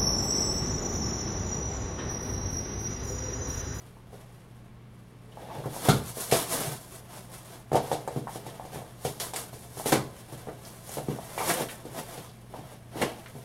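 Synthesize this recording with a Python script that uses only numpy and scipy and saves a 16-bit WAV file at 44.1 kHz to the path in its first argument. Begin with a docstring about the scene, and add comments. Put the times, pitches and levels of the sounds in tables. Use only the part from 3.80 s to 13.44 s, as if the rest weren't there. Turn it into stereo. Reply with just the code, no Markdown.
"""An aquarium pump hums over a soft wash of circulating water, steady throughout, in a small room.
Someone moves about beside it, handling things. Fabric swishes with a rush like water as its threads
slip over one another. Light contacts tap; blows on wood knock, thump and scuff, and the wood rings on.
Hard objects clack together, and a few sharp snaps come in the second half."""
import sys
import numpy as np
from scipy import signal
from scipy.fft import rfft, irfft, next_fast_len
from scipy.io import wavfile

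SR = 44100
rng = np.random.default_rng(int(sys.argv[2]) if len(sys.argv) > 2 else 0)


def master(y):
    """Save y as 16-bit WAV."""
    cut = np.clip(np.atleast_2d(y).T, -1, 1)
    pcm = np.round(cut * 32767)  # scale
    wavfile.write(sys.argv[1], SR, pcm.astype(np.int16))


N = 425124
TAIL_SAMPLES, BLOW_SAMPLES = 24576, 441


def amp(db):
    """Decibels to gain."""
    return 10 ** (np.asarray(db) / 20)


def unit_rms(x):
    """Scales to rms 1."""
    return x / np.sqrt(np.mean(x ** 2) + 1e-20)


def lookup(points, hz):
    """Reads a table on a log-frequency axis."""
    freqs, values = np.transpose(points)
    return np.interp(np.log(hz + 1), np.log(freqs + 1), values)


def add(mix, start_s, sound):
    """Mixes in a stereo sound."""
    part = mix[:, max(round(start_s * SR), 0):][:, :sound.shape[-1]]
    part += sound[:, :part.shape[-1]]


def impulse(colour):
    """Minimum-phase pulse of energy 1: the given spectrum with a sharp front."""
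    log_gain = np.log(amp(lookup(colour, abs(np.fft.fftfreq(4096, 1 / SR)))))
    spectrum = np.exp(np.conj(signal.hilbert(log_gain)))
    pulse = np.fft.ifft(spectrum).real[:2048]
    return pulse / np.linalg.norm(pulse)


def convolve(x, response):
    """Filters each channel and keeps the length."""
    return signal.oaconvolve(x, np.atleast_2d(response), axes=1)[:, :x.shape[1]]


def drift(rate_hz):
    """A slow random curve of rms 1."""
    grid = np.arange(0, N, 64)
    hz = np.fft.rfftfreq(len(grid), grid[1] / SR)
    spectrum = rfft(rng.standard_normal(len(grid))) / (1 + (hz / rate_hz) ** 2)
    return np.interp(np.arange(N), grid, unit_rms(irfft(spectrum, len(grid))))


def grains(count, spread_db):
    """Dense tiny clicks of uneven size, in two channels."""
    clicks = rng.standard_normal((2, count))
    return unit_rms(clicks * amp(spread_db * np.minimum(rng.exponential(1, count), 5)))


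def direct():
    """The straight path to both channels."""
    return np.array([signal.unit_impulse(TAIL_SAMPLES)] * 2)


# left-right likeness: freq_hz, coherence
COHERENCE = [(30, 0.93), (130, 0.83), (300, 0.88), (650, 0.9), (1400, 0.59), (3000, 0.33), (16000, 0)]


def diffuse(x):
    """Two unrelated signals become sound from all sides: alike in the bass, apart in the treble."""
    size = next_fast_len(x.shape[1])
    mid, side = rfft(x, size)
    coherence = lookup(COHERENCE, np.fft.rfftfreq(size, 1 / SR))
    mid *= np.sqrt((1 + coherence) / 2)
    side *= np.sqrt((1 - coherence) / 2)
    return irfft([mid + side, mid - side], size)[:, :x.shape[1]]


# reverberation: freq_hz, t60_s
ROOM_DECAY = [(100, 0.76), (300, 0.28), (800, 0.42), (2000, 0.28), (5000, 0.34), (15000, 0.064)]


def room_tail(early_s=0.021, onset_s=0.0022):
    """A fresh diffuse tail of energy 1, each band dying at its own speed."""
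    hz, t, bands = signal.stft(diffuse(rng.standard_normal((2, TAIL_SAMPLES))), SR, nperseg=256)
    fade = amp(-60 * t / lookup(ROOM_DECAY, hz)[:, None])
    early_boost = 1 + 1.3 * np.exp(-t / early_s)
    tail = signal.istft(bands * fade * early_boost, SR, nperseg=256)[1][:, :TAIL_SAMPLES]
    tail *= np.clip(np.arange(TAIL_SAMPLES) / SR / onset_s, 0, 1) ** 2
    return unit_rms(tail) / np.sqrt(TAIL_SAMPLES)


def moving_room(x, count=4, turn_hz=7):
    """A moving source meets ever different reflections: it passes from one tail to the next."""
    angle = 2 * np.pi * turn_hz * np.arange(N) / SR
    shares = [np.sqrt(2 / count) * np.cos(angle + np.pi * k / count) for k in range(count)]
    return sum(convolve(x * share, room_tail()) for share in shares)


# mains harmonics: pitch_hz, level_db
PUMP_HUM = [(120, -52), (180, -61)]
# pump housing resonances: pitch_hz, width_hz, level_db
HOUSING_MODES = [(216.8, 6, -62.5), (376.4, 3.2, -75.5), (431, 6.8, -70), (1080, 34, -73)]
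# water spectrum: freq_hz, relative_db
WATER_COLOUR = [(12, -66), (20, -3), (68, -9), (98, -11.5), (123, -8.5), (163, -13), (277, -18.5),
                (759, -27.5), (1960, -33), (2320, -32.5), (2530, -32), (2820, -35), (7730, -51.5),
                (12800, -64), (16000, -53)]


def aquarium(wash_db=-53, waver=0.074):
    """The pump's mains hum, its whirring housing, and the wash of circulating water."""
    t = np.arange(N) / SR
    hum = whirr = 0
    for hz, db in PUMP_HUM:
        peak = amp(db) * np.sqrt(2) * (1 + waver * drift(rate_hz=1.6))
        hum += peak * np.sin(2 * np.pi * (hz * t + rng.random()))
    flow = diffuse(rng.standard_normal((2, N)))
    for hz, width_hz, db in HOUSING_MODES:
        whirr += amp(db) * unit_rms(signal.lfilter(*signal.iirpeak(hz, hz / width_hz, SR), flow))
    wash = convolve(diffuse(rng.standard_normal((2, N))), impulse(WATER_COLOUR))
    return hum + whirr + amp(wash_db) * unit_rms(wash)


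def stroke_speed(peak_s, rise_s, fall_s, shape=1.3):
    """Speed of one fabric stroke, 1 at its fastest; shape 1 is pointed, 2 a round bell."""
    t = np.arange(N) / SR - peak_s
    from_peak = np.maximum(-t / rise_s, t / fall_s)
    return np.exp(-from_peak ** shape)


# cloth strokes: peak_s, rise_s, fall_s, fizz_db, pressure_db (low rubbing above the fizz)
FABRIC_STROKES = [ (.35, 0.042, 0.11, -60, 7.5), (1.53, .015, 0.026, -65, 8), (1.62, 0.05, .06, -58, 12),
                  (1.76, 0.13, 0.1, -56.5, 17), (1.98, 0.044, .08, -37.5, -9),
                  (2.07, 0.074, 0.086, -34, 1.5), (2.29, 0.039, 0.063, -37.5, -7.5),
                  (2.41, 0.047, 0.13, -32, -8.5), (2.57, 0.041, 0.062, -25.5, -1.5),
                  (2.73, .04, 0.16, -30.5, -7.5), (2.82, 0.096, 0.099, -34, 1.5),
                  (3.15, 0.044, 0.054, -44, -5.5), (3.36, 0.045, 0.091, -47, 1),
                  (3.54, 0.038, 0.14, -48.5, -1.5), (3.76, 0.083, 0.048, -47, 1.5),
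                  (4.07, 0.11, 0.21, -45.5, 3.5), (4.37, 0.047, 0.056, -50.5, 5),
                  (4.55, 0.046, 0.046, -43.5, -3.5), (4.69, 0.063, 0.093, -51, 8),
                  (4.95, 0.037, 0.069, -46, 4.5), (5.27, 0.045, 0.087, -38.5, -7),
                  (5.405, .006, 0.083, -32.5, -6), (5.567, 0.01, 0.06, -33.5, -6.5),
                  (5.75, 0.034, 0.28, -49.5, -25), (6.0, 0.063, 0.077, -39, -7),
                  (6.07, 0.013, .08, -29, -5), (6.41, 0.035, 0.018, -52, -4),
                  (6.53, 0.071, 0.082, -49.5, 1), (6.88, 0.058, 0.089, -49, -5),
                  (7.14, 0.093, 0.082, -40, -8), (7.31, 0.016, 0.094, -48, 6), (7.55, 0.14, 0.1, -45, 0),
                  (7.71, 0.076, 0.043, -25, -0.5), (7.808, 0.056, 0.041, -33, 4),
                  (7.91, 0.037, 0.042, -42, -12), (8.19, .035, 0.035, -39.5, 4),
                  (8.34, 0.14, 0.14, -46, 1.5), (8.77, 0.047, 0.11, -55, 9.5),
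                  (8.92, 0.1, 0.072, -53.5, 5.5), (9.22, 0.05, 0.082, -41.5, 10.5),
                  (9.40, 0.054, .05, -50.5, 6.5), (9.57, 0.19, 0.055, -54, -3)]
# faint rustle between strokes: time_s, fizz_db
FABRIC_RUSTLE = [(0, -56.5), (.2, -67.5), (.6, -62), (.85, -70.5), (1.5, -67), (1.9, -51.5), (3.05, -62),
                 (3.25, -58.5), (3.87, -68), (4.6, -56.5), (5.1, -57.5), (5.95, -56), (6.8, -58),
                 (8.1, -53), (8.6, -61.5), (9.07, -65), (9.64, -57)]
# cloth spectra (high fizz, papery middle, low rubbing): freq_hz, relative_db
FIZZ_COLOUR = [(1500, -49.5), (3500, -11), (5500, -7.5), (8000, -5.5), (10500, -1.5), (12500, -4.5),
               (16000, -14.5)]
PAPER_COLOUR = [(500, -17), (1000, 12.5), (1400, 4.5), (2200, 0), (3400, -2), (5500, -11), (10000, -52)]
RUB_COLOUR = [(60, -17), (150, 1), (280, 1), (450, 4), (850, 6.5), (1200, -3.5), (2500, -41.5)]


def fabric_swish(flutter_db=1.48, crinkles_per_s=90, crinkle_db=-7, room_db=-1,
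                 rustle_waver_db=0.5, rustle_pressure_db=4.5):
    """Threads slip in a stream of clicks and folds crinkle; pressure adds papery middle and rubbing."""
    t = np.arange(N) / SR
    crinkles = unit_rms((rng.random(N) < crinkles_per_s / SR) * rng.uniform(-1.02, 1, N))
    slips = diffuse(grains(N, spread_db=4.5)) + amp(crinkle_db) * crinkles
    slips *= amp(flutter_db * drift(rate_hz=15))
    slips += amp(room_db) * moving_room(slips)
    rustle = amp(np.interp(t, *np.transpose(FABRIC_RUSTLE)) + rustle_waver_db * drift(rate_hz=6.6))
    strokes = [amp(db) * stroke_speed(*timing) for *timing, db, _ in FABRIC_STROKES]
    powers = np.array([rustle] + strokes) ** 2
    pressures_db = np.array([rustle_pressure_db] + [row[-1] for row in FABRIC_STROKES])
    out = np.zeros((2, N))
    for colour, pressure_share in (FIZZ_COLOUR, 0), (PAPER_COLOUR, 0.76), (RUB_COLOUR, 1):
        envelope = np.sqrt(amp(pressure_share * pressures_db) ** 2 @ powers)
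        out += envelope * unit_rms(convolve(slips, impulse(colour)))
    return out


# light, hollow taps: peak_s, pitch_hz, level_db
LIGHT_TAPS = [(.170, 910, -54.5), (1.573, 730, -41.5), (1.965, 770, -37), (4.472, 850, -35.5),
              (4.798, 775, -37.5), (5.019, 680, -42), (5.999, 760, -35.5), (7.094, 680, -45),
              (7.388, 720, -37.5), (8.745, 800, -40)]


def light_taps(ring_s=0.00081, room_db=-3):
    """A light contact rings for a few cycles."""
    out, t = np.zeros((2, N)), np.arange(2 * BLOW_SAMPLES) / SR
    for peak_s, hz, db in LIGHT_TAPS:
        tap = t * np.exp(-t / ring_s) * np.sin(2 * np.pi * hz * t)
        tap *= amp(db) * np.sqrt(BLOW_SAMPLES) / np.linalg.norm(tap)
        add(out, peak_s - ring_s, convolve(direct() + amp(room_db) * room_tail(), tap))
    return out


# resonances of wood and room: pitch_hz, gain_db, t60_s
WOOD_MODES = [(73.3, -20, 0.5), (128.9, -4, 0.28), (145.7, -1, 0.34), (207.3, -9.5, 0.33),
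              (242.5, -10.5, 0.36), (305.3, -8, 0.3), (407.5, -6.5, 0.38), (474.4, -6.5, 0.34),
              (562, -17.5, 0.61), (685.6, -13.5, 0.23), (758, -5, 0.15), (884, -6.5, 0.21),
              (1250, -13, 0.25), (1430, -27, 0.15), (1612, -16, 0.36)]


def wood_ring(t):
    """Damped modes; for a given gain at resonance, a wider mode has a larger first swing."""
    ring = 0
    for hz, db, t60_s in WOOD_MODES:
        first_swing = amp(db) * 2 * np.log(1000) / (t60_s * SR)
        ring += first_swing * amp(-60 * t / t60_s) * np.cos(2 * np.pi * hz * t)
    return ring


# blows on wood: start_s, pitch_hz, knock_db, thump_db, scuff_db
WOOD_BLOWS = [ (.330, 487, -46, -70, -60), (1.686, 716, -46, -51, -69), (1.784, 710, -44, -38, -66),
              (1.857, 442, -33, -36.5, -64), (2.086, 513, -18, -17.5, -22), (2.098, 543, -39, -46, -35),
              (2.13, 330, -31, -29, -35), (2.37, 520, -36.5, -63, -52), (2.512, 503, -54, -51, -22.5),
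              (2.523, 516, -19, -34.5, -23), (2.733, 496, -32, -62, -46), (2.813, 540, -35.5, -45, -48),
              (2.868, 410, -61, -34, -50.5), (3.917, 530, -26.5, -43, -46), (3.930, 553, -27, -33, -37),
              (3.946, 593, -22.5, -53, -42), (3.955, 604, -23, -44, -31.5), (3.965, 645, -23, -50, -44),
              (4.115, 653, -24.5, -53, -35), (4.128, 605, -30, -42, -36), (4.276, 644, -30, -46, -48),
              (4.361, 362, -31.5, -35.5, -52), (4.557, 516, -36, -49, -45),
              (4.665, 674, -39.5, -49.5, -44.5), (4.851, 610, -43, -53, -48.5),
              (4.958, 634, -39.5, -42, -62), (5.250, 533, -27.5, -38, -33), (5.401, 866, -46, -57, -33),
              (5.535, 750, -37, -63, -36), (5.730, 640, -45.5, -48, -49), (5.971, 640, -41.5, -45, -57),
              (6.058, 513, -26.5, -46, -30), (6.120, 517, -26, -48, -21), (6.125, 417, -18.5, -35, -35),
              (6.155, 554, -33, -31.5, -36), (6.524, 413, -43, -44, -63), (6.671, 513, -39, -49, -60),
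              (6.685, 510, -35.5, -57, -58), (7.170, 537, -32.5, -48, -44), (7.184, 595, -31, -43, -45),
              (7.284, 313, -28, -37.5, -49), (7.578, 776, -30.5, -49, -39), (7.603, 775, -32, -53, -59),
              (7.808, 426, -32, -48, -55), (8.052, 390, -39.5, -48, -50.5), (8.178, 600, -51, -46, -49),
              (8.378, 544, -42, -46, -52), (8.787, 444, -46, -44, -56), (9.156, 443, -37.5, -48, -64),
              (9.215, 447, -28, -37, -29.5), (9.226, 434, -25, -40, -45), (9.551, 300, -45, -44.5, -60)]
# spectra of a blow's parts: freq_hz, relative_db
KNOCK_COLOUR = [(60, -23), (160, -13.5), (330, -3.5), (520, 4), (800, 1.5), (940, -4.5), (1150, -12),
                (2000, -20), (4000, -28), (12000, -89)]
THUMP_COLOUR = [(25, -19), (70, -2.5), (125, 4), (200, -0.5), (330, -9), (550, -1), (1200, -23.5),
                (4000, -29)]
SCUFF_COLOUR = [(100, -36), (500, 2), (1400, -5.5), (2200, 5), (3500, 5.5), (6000, 1.5), (10500, 2.5),
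                (13000, -1.5), (16000, -16)]


def wood_knocks(colour_pitch_hz=620, bass_rise_s=0.0014, scuff_rise_s=0.00058, scuff_fade_s=0.019):
    """Each blow pushes the wood, which rings into the room; the sliding contact adds a bright scuff."""
    out, t = np.zeros((2, N)), np.arange(TAIL_SAMPLES) / SR
    ring = wood_ring(t)
    scuff_envelope = np.exp(-t / scuff_fade_s) * (1 - np.exp(-t / scuff_rise_s))
    for start_s, pitch_hz, knock_db, thump_db, scuff_db in WOOD_BLOWS:
        tail = room_tail()
        knock = impulse([(hz * pitch_hz / colour_pitch_hz, db) for hz, db in KNOCK_COLOUR])
        # all-pass: bending waves disperse in the board, so the swing builds over a cycle or two
        poles = signal.iirpeak(pitch_hz, 1, SR)[1]
        knock = np.sqrt(BLOW_SAMPLES) * amp(knock_db) * signal.lfilter(poles[::-1], poles, knock)
        add(out, start_s, convolve(amp(-4) * direct() + amp(-3) * tail + amp(15) * ring, knock))
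        thump = np.sqrt(BLOW_SAMPLES) * amp(thump_db) * impulse(THUMP_COLOUR)
        # the bass takes a moment to fill the room
        boom = (amp(-4) * tail + amp(18) * ring) * (1 - np.exp(-t / bass_rise_s))
        add(out, start_s, convolve(amp(-9) * direct() + boom, thump))
        slide = diffuse(grains(TAIL_SAMPLES, spread_db=2)) * scuff_envelope
        scuff = amp(scuff_db) * convolve(slide, impulse(SCUFF_COLOUR))
        add(out, start_s, scuff + amp(-2) * convolve(scuff, tail))
    return out


# hard objects meeting: start_s, pitch_hz, width_hz, level_db
OBJECT_CLACKS = [(1.520, 3300, 900, -57), (1.700, 810, 352, -39), (1.745, 905, 393, -44.5),
                 (1.838, 990, 500, -42), (2.056, 1020, 250, -36), (2.091, 1340, 320, -22),
                 (2.096, 3800, 900, -28.5), (4.276, 1350, 500, -43.5), (4.472, 1320, 700, -41.5),
                 (6.121, 1150, 700, -22), (6.124, 2300, 600, -28.5), (6.159, 990, 397, -33),
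                 (6.684, 1420, 700, -45.5), (6.85, 4900, 2000, -47), (7.579, 2280, 794, -31.5),
                 (7.604, 1060, 300, -34), (7.699, 1800, 800, -29), (7.887, 2280, 1530, -37),
                 (8.375, 2500, 3000, -47), (8.489, 4240, 2500, -52), (8.738, 700, 600, -40),
                 (9.218, 1870, 810, -28), (9.223, 2980, 600, -32), (9.226, 1060, 200, -35),
                 (9.46, 2120, 2250, -44)]


def object_clacks(fade_s=0.009, room_db=-1):
    """A brief chatter of contact rings one resonance of a hard object."""
    out, t = np.zeros((2, N)), np.arange(TAIL_SAMPLES) / SR
    for start_s, hz, width_hz, db in OBJECT_CLACKS:
        band = signal.butter(2, [hz - width_hz / 2, hz + width_hz / 2], "bandpass", fs=SR, output="sos")
        chatter = diffuse(grains(TAIL_SAMPLES, spread_db=10)) * np.exp(-t / fade_s)
        clack = convolve(signal.sosfilt(band, chatter), direct() + amp(room_db) * room_tail())
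        add(out, start_s, amp(db) * np.sqrt(2 * BLOW_SAMPLES / TAIL_SAMPLES) * unit_rms(clack))
    return out


# sharp snaps: start_s, relative_db
SHARP_SNAPS = [(4.277, -41.5), (5.249, -34), (5.400, -29.5), (5.537, -35), (5.561, -29.5), (7.093, -41)]


def sharp_snaps(fade_s=0.0005, room_db=1, gain_db=-3):
    """Very short cracks, as bright as the scuffs, with the room behind them."""
    out, t = np.zeros((2, N)), np.arange(BLOW_SAMPLES) / SR
    for start_s, db in SHARP_SNAPS:
        crack = unit_rms(rng.standard_normal(BLOW_SAMPLES) * np.exp(-t / fade_s))
        response = convolve(direct() + amp(room_db) * room_tail(), impulse(SCUFF_COLOUR))
        add(out, start_s, amp(db + gain_db) * convolve(response, crack))
    return out


def scene(lean_db=0.06, lag_samples=5):
    """The movement arrives a little earlier and louder on the left, over the steady tank."""
    left, right = wood_knocks() + light_taps() + object_clacks() + sharp_snaps() + fabric_swish()
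    movement = np.array([amp(lean_db) * left, amp(-lean_db) * np.roll(right, lag_samples)])
    return aquarium() + movement


# narrow treble dips: centre_hz, width_hz
TREBLE_NOTCHES = [(2510, 103), (7500, 100)]


def record(dry):
    """Two narrow notches, then the band limit."""
    for hz, width_hz in TREBLE_NOTCHES:
        dry = signal.lfilter(*signal.iirnotch(hz, hz / width_hz, SR), dry)
    lowpass = signal.firwin(511, cutoff=15900, window=("kaiser", 9), fs=SR)
    return signal.oaconvolve(dry, lowpass[None], "same")


dry = scene()
out = record(dry)
master(out)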